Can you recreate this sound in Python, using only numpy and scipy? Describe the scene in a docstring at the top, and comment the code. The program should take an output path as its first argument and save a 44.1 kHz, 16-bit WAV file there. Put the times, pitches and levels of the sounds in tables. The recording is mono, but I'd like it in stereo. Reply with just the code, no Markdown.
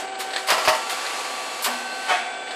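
"""One cycle of a puffed-cake press, over drive whine and workshop fans.
First, cakes tap down the steel chute and air valves spit. From 0.5 s the feed slide rattles
across, slams into its stop and rings the frame. Air hisses to the cylinders. Near 1.65 s valves
spit again, steel knocks and the housing booms as the mould starts down.
At 2.07 s the mould clamps shut with a short crunch; two light taps follow."""
import sys
import numpy as np
from scipy import signal
from scipy.fft import rfft, irfft, next_fast_len
from scipy.io import wavfile

SR = 44100
rng = np.random.default_rng(int(sys.argv[2]) if len(sys.argv) > 2 else 0)


def waveform_to_disk(signal):
    """Save audio, clipped to [-1, 1], as 16-bit WAV at the path in sys.argv[1]."""
    frames = np.transpose(np.atleast_2d(signal))
    scaled = np.clip(frames, -1, 1) * 32767
    samples = np.round(scaled).astype(np.int16)
    wavfile.write(sys.argv[1], SR, samples)


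N = 112454
TIME_S = np.arange(N) / SR
HIT_RISE_S, CUTOFF_HZ = 0.0027, 14600

# steel knocks: start_s, level_db, t60_s, tilt_db_per_octave, ring_share_db
KNOCKS = [(.485, -20, 0.092, 3.5, -9), (.502, -12, 0.062, 4, -27), (.522, -19, 0.11, -6, 0.5),
          (.58, -21, 0.21, 1, -5.5), (.649, -21, 0.35, 2.5, -32), (.674, -9, 0.015, -4.5, -14),
          (.6795, -9.5, 0.074, 1.5, 4.5), (.689, -18, 0.11, 4, -3), (.728, -21.5, 0.083, -0.5, -20),
          (.748, -24, .1, 2.5, -19), (1.66, -21, 0.26, -2, -15.5)]
# struck or rubbed steel: freq_hz, density_db
STEEL_SPECTRUM = [(60, -55), (160, -44), (250, -21), (480, -9), (630, -0.5), (800, -4), (1080, 2),
                  (1430, -9), (1900, -1.5), (2150, -10), (2800, -5.5), (3700, -17.5), (4900, -12),
                  (6000, -20.5), (7700, -26), (10000, -27.5), (14000, -33.5)]
# frame modes: pitch_hz, level_db, t60_s
FRAME_MODES = [(631, -36.5, .25), (660, -42, .18), (753, -42, .3), (904, -42, .55), (1028, -40, .36),
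               (1130, -39, .33), (1281, -45, .2), (1321, -46, .4), (1362, -45, 2), (1410, -47, .2),
               (1938, -45, .36), (2778, -47, .25), (3010, -48, .4), (5000, -46, .12)]
# stand thuds: start_s, level_db, t60_s
THUDS = [(0.518, -39.5, 0.093), (.676, -35, 0.047), (0.698, -34, 0.028)]
# stand thuds: freq_hz, density_db
THUD_SPECTRUM = [(25, -16), (60, -18), (100, 19), (160, -1), (300, -27), (1000, -50)]
# clamp crunch: freq_hz, density_db
CLAMP_SPECTRUM = [(60, -58), (170, -36), (400, -28), (580, -26), (735, 16.5), (830, -14), (900, 5.5),
                  (1000, -11), (1130, 6.5), (1270, -11), (1370, 0), (1490, 3), (1700, -5.5), (2200, 1),
                  (2400, -6), (2560, 1), (2800, -10), (3050, -6), (3400, -8.5), (4200, -13.5), (6000, -19),
                  (9000, -21), (14500, -52)]
# mould modes: pitch_hz, level_db, t60_s
MOULD_MODES = [(616, -48, .2), (738, -41, .3), (822, -48, .35), (902, -45, .2), (1130, -44, .23),
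               (1270, -45, .18), (1480, -43, .19), (1637, -49, .4), (1830, -47, .15), (2196, -47, .3),
               (2309, -50, .5), (2550, -45, .15), (3050, -49, .15), (3343, -51, .3)]
# chute taps: start_s, level_db, t60_s
TAPS = [(.153, -33, 0.034), (0.202, -28.5, 0.055), (.303, -32, 0.1), (0.333, -26.5, 0.12),
        (0.36, -16.5, 0.046), (0.379, -31.5, 0.11), (.4, -40, 0.13), (0.902, -35, 0.054),
        (0.933, -44, 0.055), (1.047, -30.5, 0.069), (1.062, -29.5, 0.096), (1.906, -39, 0.056),
        (2.472, -37, 0.11), (2.507, -30.5, 0.13)]
# chute taps: freq_hz, density_db
TAP_SPECTRUM = [(100, -51), (600, 0.5), (1100, -8), (1750, 5.5), (2400, -3.5), (3100, -2), (3600, 1.5),
                (4500, 1), (5800, -18), (8300, -9), (10000, -29), (14500, -65)]
# valve spits: start_s, level_db, rise_s, hold_s, t60_s, tilt_db_per_octave, pan_db
SPITS = [(0.185, -29.5, 0.02, 0.0073, 0.11, 3, 4), (0.468, -27.5, 0.0075, 0.013, 0.15, 1.5, 6),
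         (0.486, -20.5, 0.011, .035, .17, -1, 4.5), (0.891, -27.5, .006, 0.019, 0.21, 1.5, 2),
         (1.621, -30.5, 0.0023, 0.019, 0.13, 10, 1), (1.639, -20.5, 0.0073, 0.0031, 0.19, 3.5, -1.5)]
# valve spits: freq_hz, density_db
SPIT_SPECTRUM = [(100, -60), (300, -58), (1000, 7), (2500, 0.5), (4500, -0.5), (6000, -10), (7800, -5.5),
                 (10000, -11), (14500, -17)]
# cylinder air: time_s, level_db
FLOW_LEVELS = [(0, -30), (.19, -80), (.22, -34), (.3, -41), (.39, -33.5), (.46, -38.5), (.55, -29),
               (.76, -30), (.86, -34.5), (.94, -31), (1.2, -30.5), (1.36, -33.5), (1.6, -34), (1.75, -32),
               (1.88, -38.5), (2.14, -34), (2.25, -68), (2.55, -45)]
# cylinder air: freq_hz, density_db
FLOW_SPECTRUM = [(80, -45), (160, -25), (250, -8), (500, -2.5), (900, 3), (1300, 0), (2000, -0.5),
                 (3000, -3), (4600, -5), (5800, -8), (7600, -8.5), (9500, -11.5), (11300, -15.5),
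                 (12300, -23), (14500, -26.5)]
# drive stages: start_s, load_fraction, pan_db, [(harmonic, level_db)]
DRIVE_STAGES = [(0, 0.048, 2.5, [(1, -46.5), (2, -34), (3, -47.5), (4, -44.5), (6, -48)]),
                (.55, .2, -1, [(2, -42.5), (3, -38), (6, -46.5), (7, -45), (9, -51), (11, -46.5),
                (12, -48.5), (18, -51), (19, -54)]), (1.691, 0.91, -13, [(2, -42.5), (3, -44.5), (4, -38),
                (7, -45.5), (8, -55), (9, -59), (11, -47), (12, -52.5)]), (2.12, 0.012, -8.5, [(1, -53),
                (2, -44), (3, -51), (4, -42), (6, -45.5), (7, -51), (9, -45.5)])]
# steady motor tones: pitch_hz, level_db
MOTOR_TONES = [(506, -47.5), (737.5, -49), (7822, -59), (7940, -57), (8059, -63), (8177, -59)]
# fans and machinery: freq_hz, density_db
SHOP_SPECTRUM = [(30, -31), (70, -34), (110, -25.5), (170, -25), (240, -7.5), (300, -6.5), (385, -5.5),
                 (560, -5), (720, 4), (850, 0.5), (1100, -9.5), (1350, -5.5), (2300, -8.5), (3000, -8),
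                 (3800, -13.5), (4600, -12.5), (5400, -23), (7200, -20.5), (8050, -12), (9000, -31),
                 (11000, -51), (14500, -84)]
# left-right likeness of noise: freq_hz, correlation
STEREO_CORRELATION = [(40, 0.016), (200, 0.81), (600, 0.69), (1200, 0.24), (2500, 0), (12000, 0)]
# left-right balance of noise: freq_hz, pan_db
STEREO_BALANCE = [(100, -1.5), (500, 2.5), (1400, -2.5), (3000, -1.5), (6000, -2.1), (13000, 0)]


def steel_knocks():
    """Each knock is a dense clatter that leaves the frame ringing."""
    clatter = sum(envelope(start_s, level_db, HIT_RISE_S, 0, t60_s) * noise(STEEL_SPECTRUM, tilt)
                  for start_s, level_db, t60_s, tilt, _ in KNOCKS)
    starts_s, *_, ring_share_db = np.transpose(KNOCKS)
    return clatter + from_db(-1) * ring_modes(FRAME_MODES, starts_s, from_db(ring_share_db))


def slide_rub():
    """The feed slide rubs on metal and grain: abrupt start, slow fade."""
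    stroke = envelope(start_s=.52, level_db=-34.68, rise_s=0, hold_s=0, t60_s=2.04)
    return stroke * friction(STEEL_SPECTRUM, tilt_db_per_octave=-3)


def mould_clamp(start_s=2.072, rise_s=.022, hold_s=.052):
    """The mould crunches shut; eight small slips set it ringing."""
    slips_s = start_s + (rise_s + hold_s) * np.linspace(.1, .9, 8) + rng.uniform(-.004, .004, size=8)
    slip_gains = np.hanning(10)[1:-1]
    stroke = envelope(start_s, level_db=-22.5, rise_s=rise_s, hold_s=hold_s, t60_s=.69)
    crunch = stroke * friction(CLAMP_SPECTRUM, tilt_db_per_octave=1)
    return crunch + from_db(-1.36) * ring_modes(MOULD_MODES, slips_s, slip_gains)


def chute_taps():
    """Cakes and loose parts tap the chute and die out quickly."""
    hits = sum(envelope(start_s, level_db, HIT_RISE_S, 0, t60_s) for start_s, level_db, t60_s in TAPS)
    return hits * noise(TAP_SPECTRUM)


def valve_spits():
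    """Each valve lets out a bright burst of air."""
    return sum(envelope(*shape) * noise(SPIT_SPECTRUM, tilt) * pan(pan_db)
               for *shape, tilt, pan_db in SPITS)


def cylinder_hiss():
    """Air hisses as it flows to the cylinders."""
    level_db = np.interp(TIME_S, *np.transpose(FLOW_LEVELS))
    return from_db(level_db) * noise(FLOW_SPECTRUM) * pan(-.5)


def stand_thuds(rise_s=.004):
    """Short low thuds pass through the stand."""
    hits = sum(envelope(start_s, level_db, rise_s, 0, t60_s) for start_s, level_db, t60_s in THUDS)
    return hits * noise(THUD_SPECTRUM)


def housing_boom(pitch_hz=244):
    """The housing booms as the mould starts down."""
    return envelope(start_s=1.672, level_db=-40, rise_s=.008, hold_s=0, t60_s=1) * tone(pitch_hz * TIME_S)


def drive_whine(unloaded_hz=384.5, full_load_sag_hz=1.608, jitter_hz=.25, crossfade_s=.037):
    """The whine sags under load; each stage brings out other harmonics."""
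    begun = [np.clip((TIME_S - start_s) / crossfade_s + .5, 0, 1) for start_s, *_ in DRIVE_STAGES[1:]]
    shares = -np.diff([np.ones(N), *begun, np.zeros(N)], axis=0)
    load, gains = 0, {}
    for share, (_, stage_load, pan_db, harmonics) in zip(shares, DRIVE_STAGES):
        load = load + share * stage_load
        for harmonic, level_db in harmonics:
            gains[harmonic] = gains.get(harmonic, 0) + share * from_db(level_db) * pan(pan_db)
    cycles = np.cumsum(unloaded_hz - full_load_sag_hz * load + jitter_hz * drift(11.4)) / SR
    return sum(gain * tone(harmonic * cycles) for harmonic, gain in gains.items())


def motor_whine():
    """Motor tones at constant pitch."""
    return sum(from_db(level_db) * tone(pitch_hz * TIME_S) for pitch_hz, level_db in MOTOR_TONES)


def shop_noise(level_db=-35.5, flutter_db=1):
    """Fans and machinery: broad noise, slight flutter."""
    return from_db(level_db + flutter_db * drift(60)) * noise(SHOP_SPECTRUM)


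def room_tail(source, level_db=-14, t60_s=.48, delay_s=.006, lowpass_hz=5000):
    """Diffuse, dull workshop reverberation."""
    age_s = TIME_S[:SR]
    tail = rng.standard_normal((2, SR)) * from_db(-60 * age_s / t60_s) * (age_s > delay_s)
    tail /= np.sqrt(np.sum(tail ** 2) / 2)
    tail = signal.sosfilt(signal.butter(1, lowpass_hz, fs=SR, output="sos"), tail)
    return from_db(level_db) * signal.fftconvolve(source, tail, axes=1)[:, :N]


def friction(spectrum, tilt_db_per_octave, roughness_db=.5):
    """Uneven slips excite a body's resonances."""
    return unit_rms(from_db(-roughness_db * drift(84))) * noise(spectrum, tilt_db_per_octave)


def ring_modes(modes, strikes_s, gains, scatter_db=2.7):
    """Every strike rings every mode, with random strength per side; mode levels are overall rms."""
    ringing = 0
    denormal_guard = 1e-18 * (-1.) ** np.arange(N)
    for pitch_hz, level_db, t60_s in modes:
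        clicks = np.zeros((2, N))
        scatter = from_db(rng.normal(0, scatter_db, (len(gains), 2)).T)
        clicks[:, (strikes_s * SR).astype(int)] = gains * scatter
        clicks = signal.lfilter(*signal.butter(2, pitch_hz / 2, "high", fs=SR), clicks + denormal_guard)
        radius, step_rad = from_db(-60 / (t60_s * SR)), 2 * np.pi * pitch_hz / SR
        mode = signal.lfilter([0, np.sin(step_rad)], [1, -2 * radius * np.cos(step_rad), radius ** 2], clicks)
        ringing = ringing + from_db(level_db) * unit_rms(mode)
    return ringing


def tone(cycles, waver_db=1.5, spread_rad=.37):
    """Wavering sine, rms near 1, own phase per side."""
    phase_rad = 2 * np.pi * (cycles + rng.random())
    offset_rad = spread_rad * (1 + .5 * drift(.33)) * np.array([[1], [-1]])
    return np.sqrt(2) * np.sin(phase_rad + offset_rad) * from_db(waver_db * drift(42))


def noise(spectrum, tilt_db_per_octave=0, tilt_above_hz=870):
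    """Shaped stereo noise, wide in the treble; mid rms 1."""
    size = next_fast_len(N, real=True)
    freq_hz = np.maximum(np.fft.rfftfreq(size, 1 / SR), 1)
    mid, side = rfft(rng.standard_normal((2, size)))
    correlation = at_hz(STEREO_CORRELATION, freq_hz)
    width = np.sqrt((1 - correlation) / (1 + correlation))
    bins = (mid + width * side * [[1], [-1]]) * pan(at_hz(STEREO_BALANCE, freq_hz))
    shape_db = at_hz(spectrum, freq_hz) + tilt_db_per_octave * np.log2(np.maximum(freq_hz, tilt_above_hz))
    stereo = irfft(bins * from_db(shape_db) * (freq_hz < CUTOFF_HZ), size)[:, :N]
    return stereo / stereo.mean(axis=0).std()


def envelope(start_s, level_db, rise_s, hold_s, t60_s):
    """Linear rise, hold, exponential release."""
    age_s = TIME_S - start_s
    attack = np.clip(age_s / max(rise_s, 1e-4), 0, 1)
    decay_db = 60 * np.maximum(age_s - rise_s - hold_s, 0) / t60_s
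    return attack * from_db(level_db - np.minimum(decay_db, 200))


def drift(rate_hz, hop=40, warmup=2000):
    """Smooth random motion, rms 1."""
    pole = np.exp(-2 * np.pi * rate_hz * hop / SR)
    white = rng.standard_normal(N // hop + 2 + warmup)
    slow = signal.lfilter([1], [1, -2 * pole, pole ** 2], white)[warmup:]
    return np.interp(np.arange(N) / hop, np.arange(len(slow)), unit_rms(slow))


def at_hz(table, freq_hz):
    """Table lookup on a log-frequency axis."""
    points_hz, values = np.transpose(table)
    return np.interp(np.log(freq_hz), np.log(points_hz), values)


def pan(pan_db):
    """Stereo gains; pan_db is left minus right."""
    return from_db(np.array([[.5], [-.5]]) * pan_db)


def from_db(db):
    return 10 ** (np.asarray(db) / 20)


def unit_rms(x):
    return x / np.sqrt(np.mean(x ** 2) + 1e-20)


def scene(dip_at_s=1.648, dip_span_s=.014, dip_db=14):
    """Press and workshop; the background dips briefly, and only the metal reverberates."""
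    shop = shop_noise()
    metal = chute_taps() + steel_knocks() + housing_boom() + slide_rub() + mould_clamp()
    dip = from_db(-dip_db * np.exp(-((TIME_S - dip_at_s) / dip_span_s) ** 2))
    background = (shop + drive_whine() + motor_whine()) * dip
    air = cylinder_hiss() + valve_spits()
    return metal + air + stand_thuds() + background + room_tail(metal)


def record(dry, peak_limit=.57):
    """Soft peak limit, then a steep low-pass."""
    rounded = dry / (1 + (dry / peak_limit) ** 6) ** (1 / 6)
    return signal.sosfilt(signal.ellip(10, .1, 90, CUTOFF_HZ, fs=SR, output="sos"), rounded)


dry = scene()
out = record(dry)
waveform_to_disk(out)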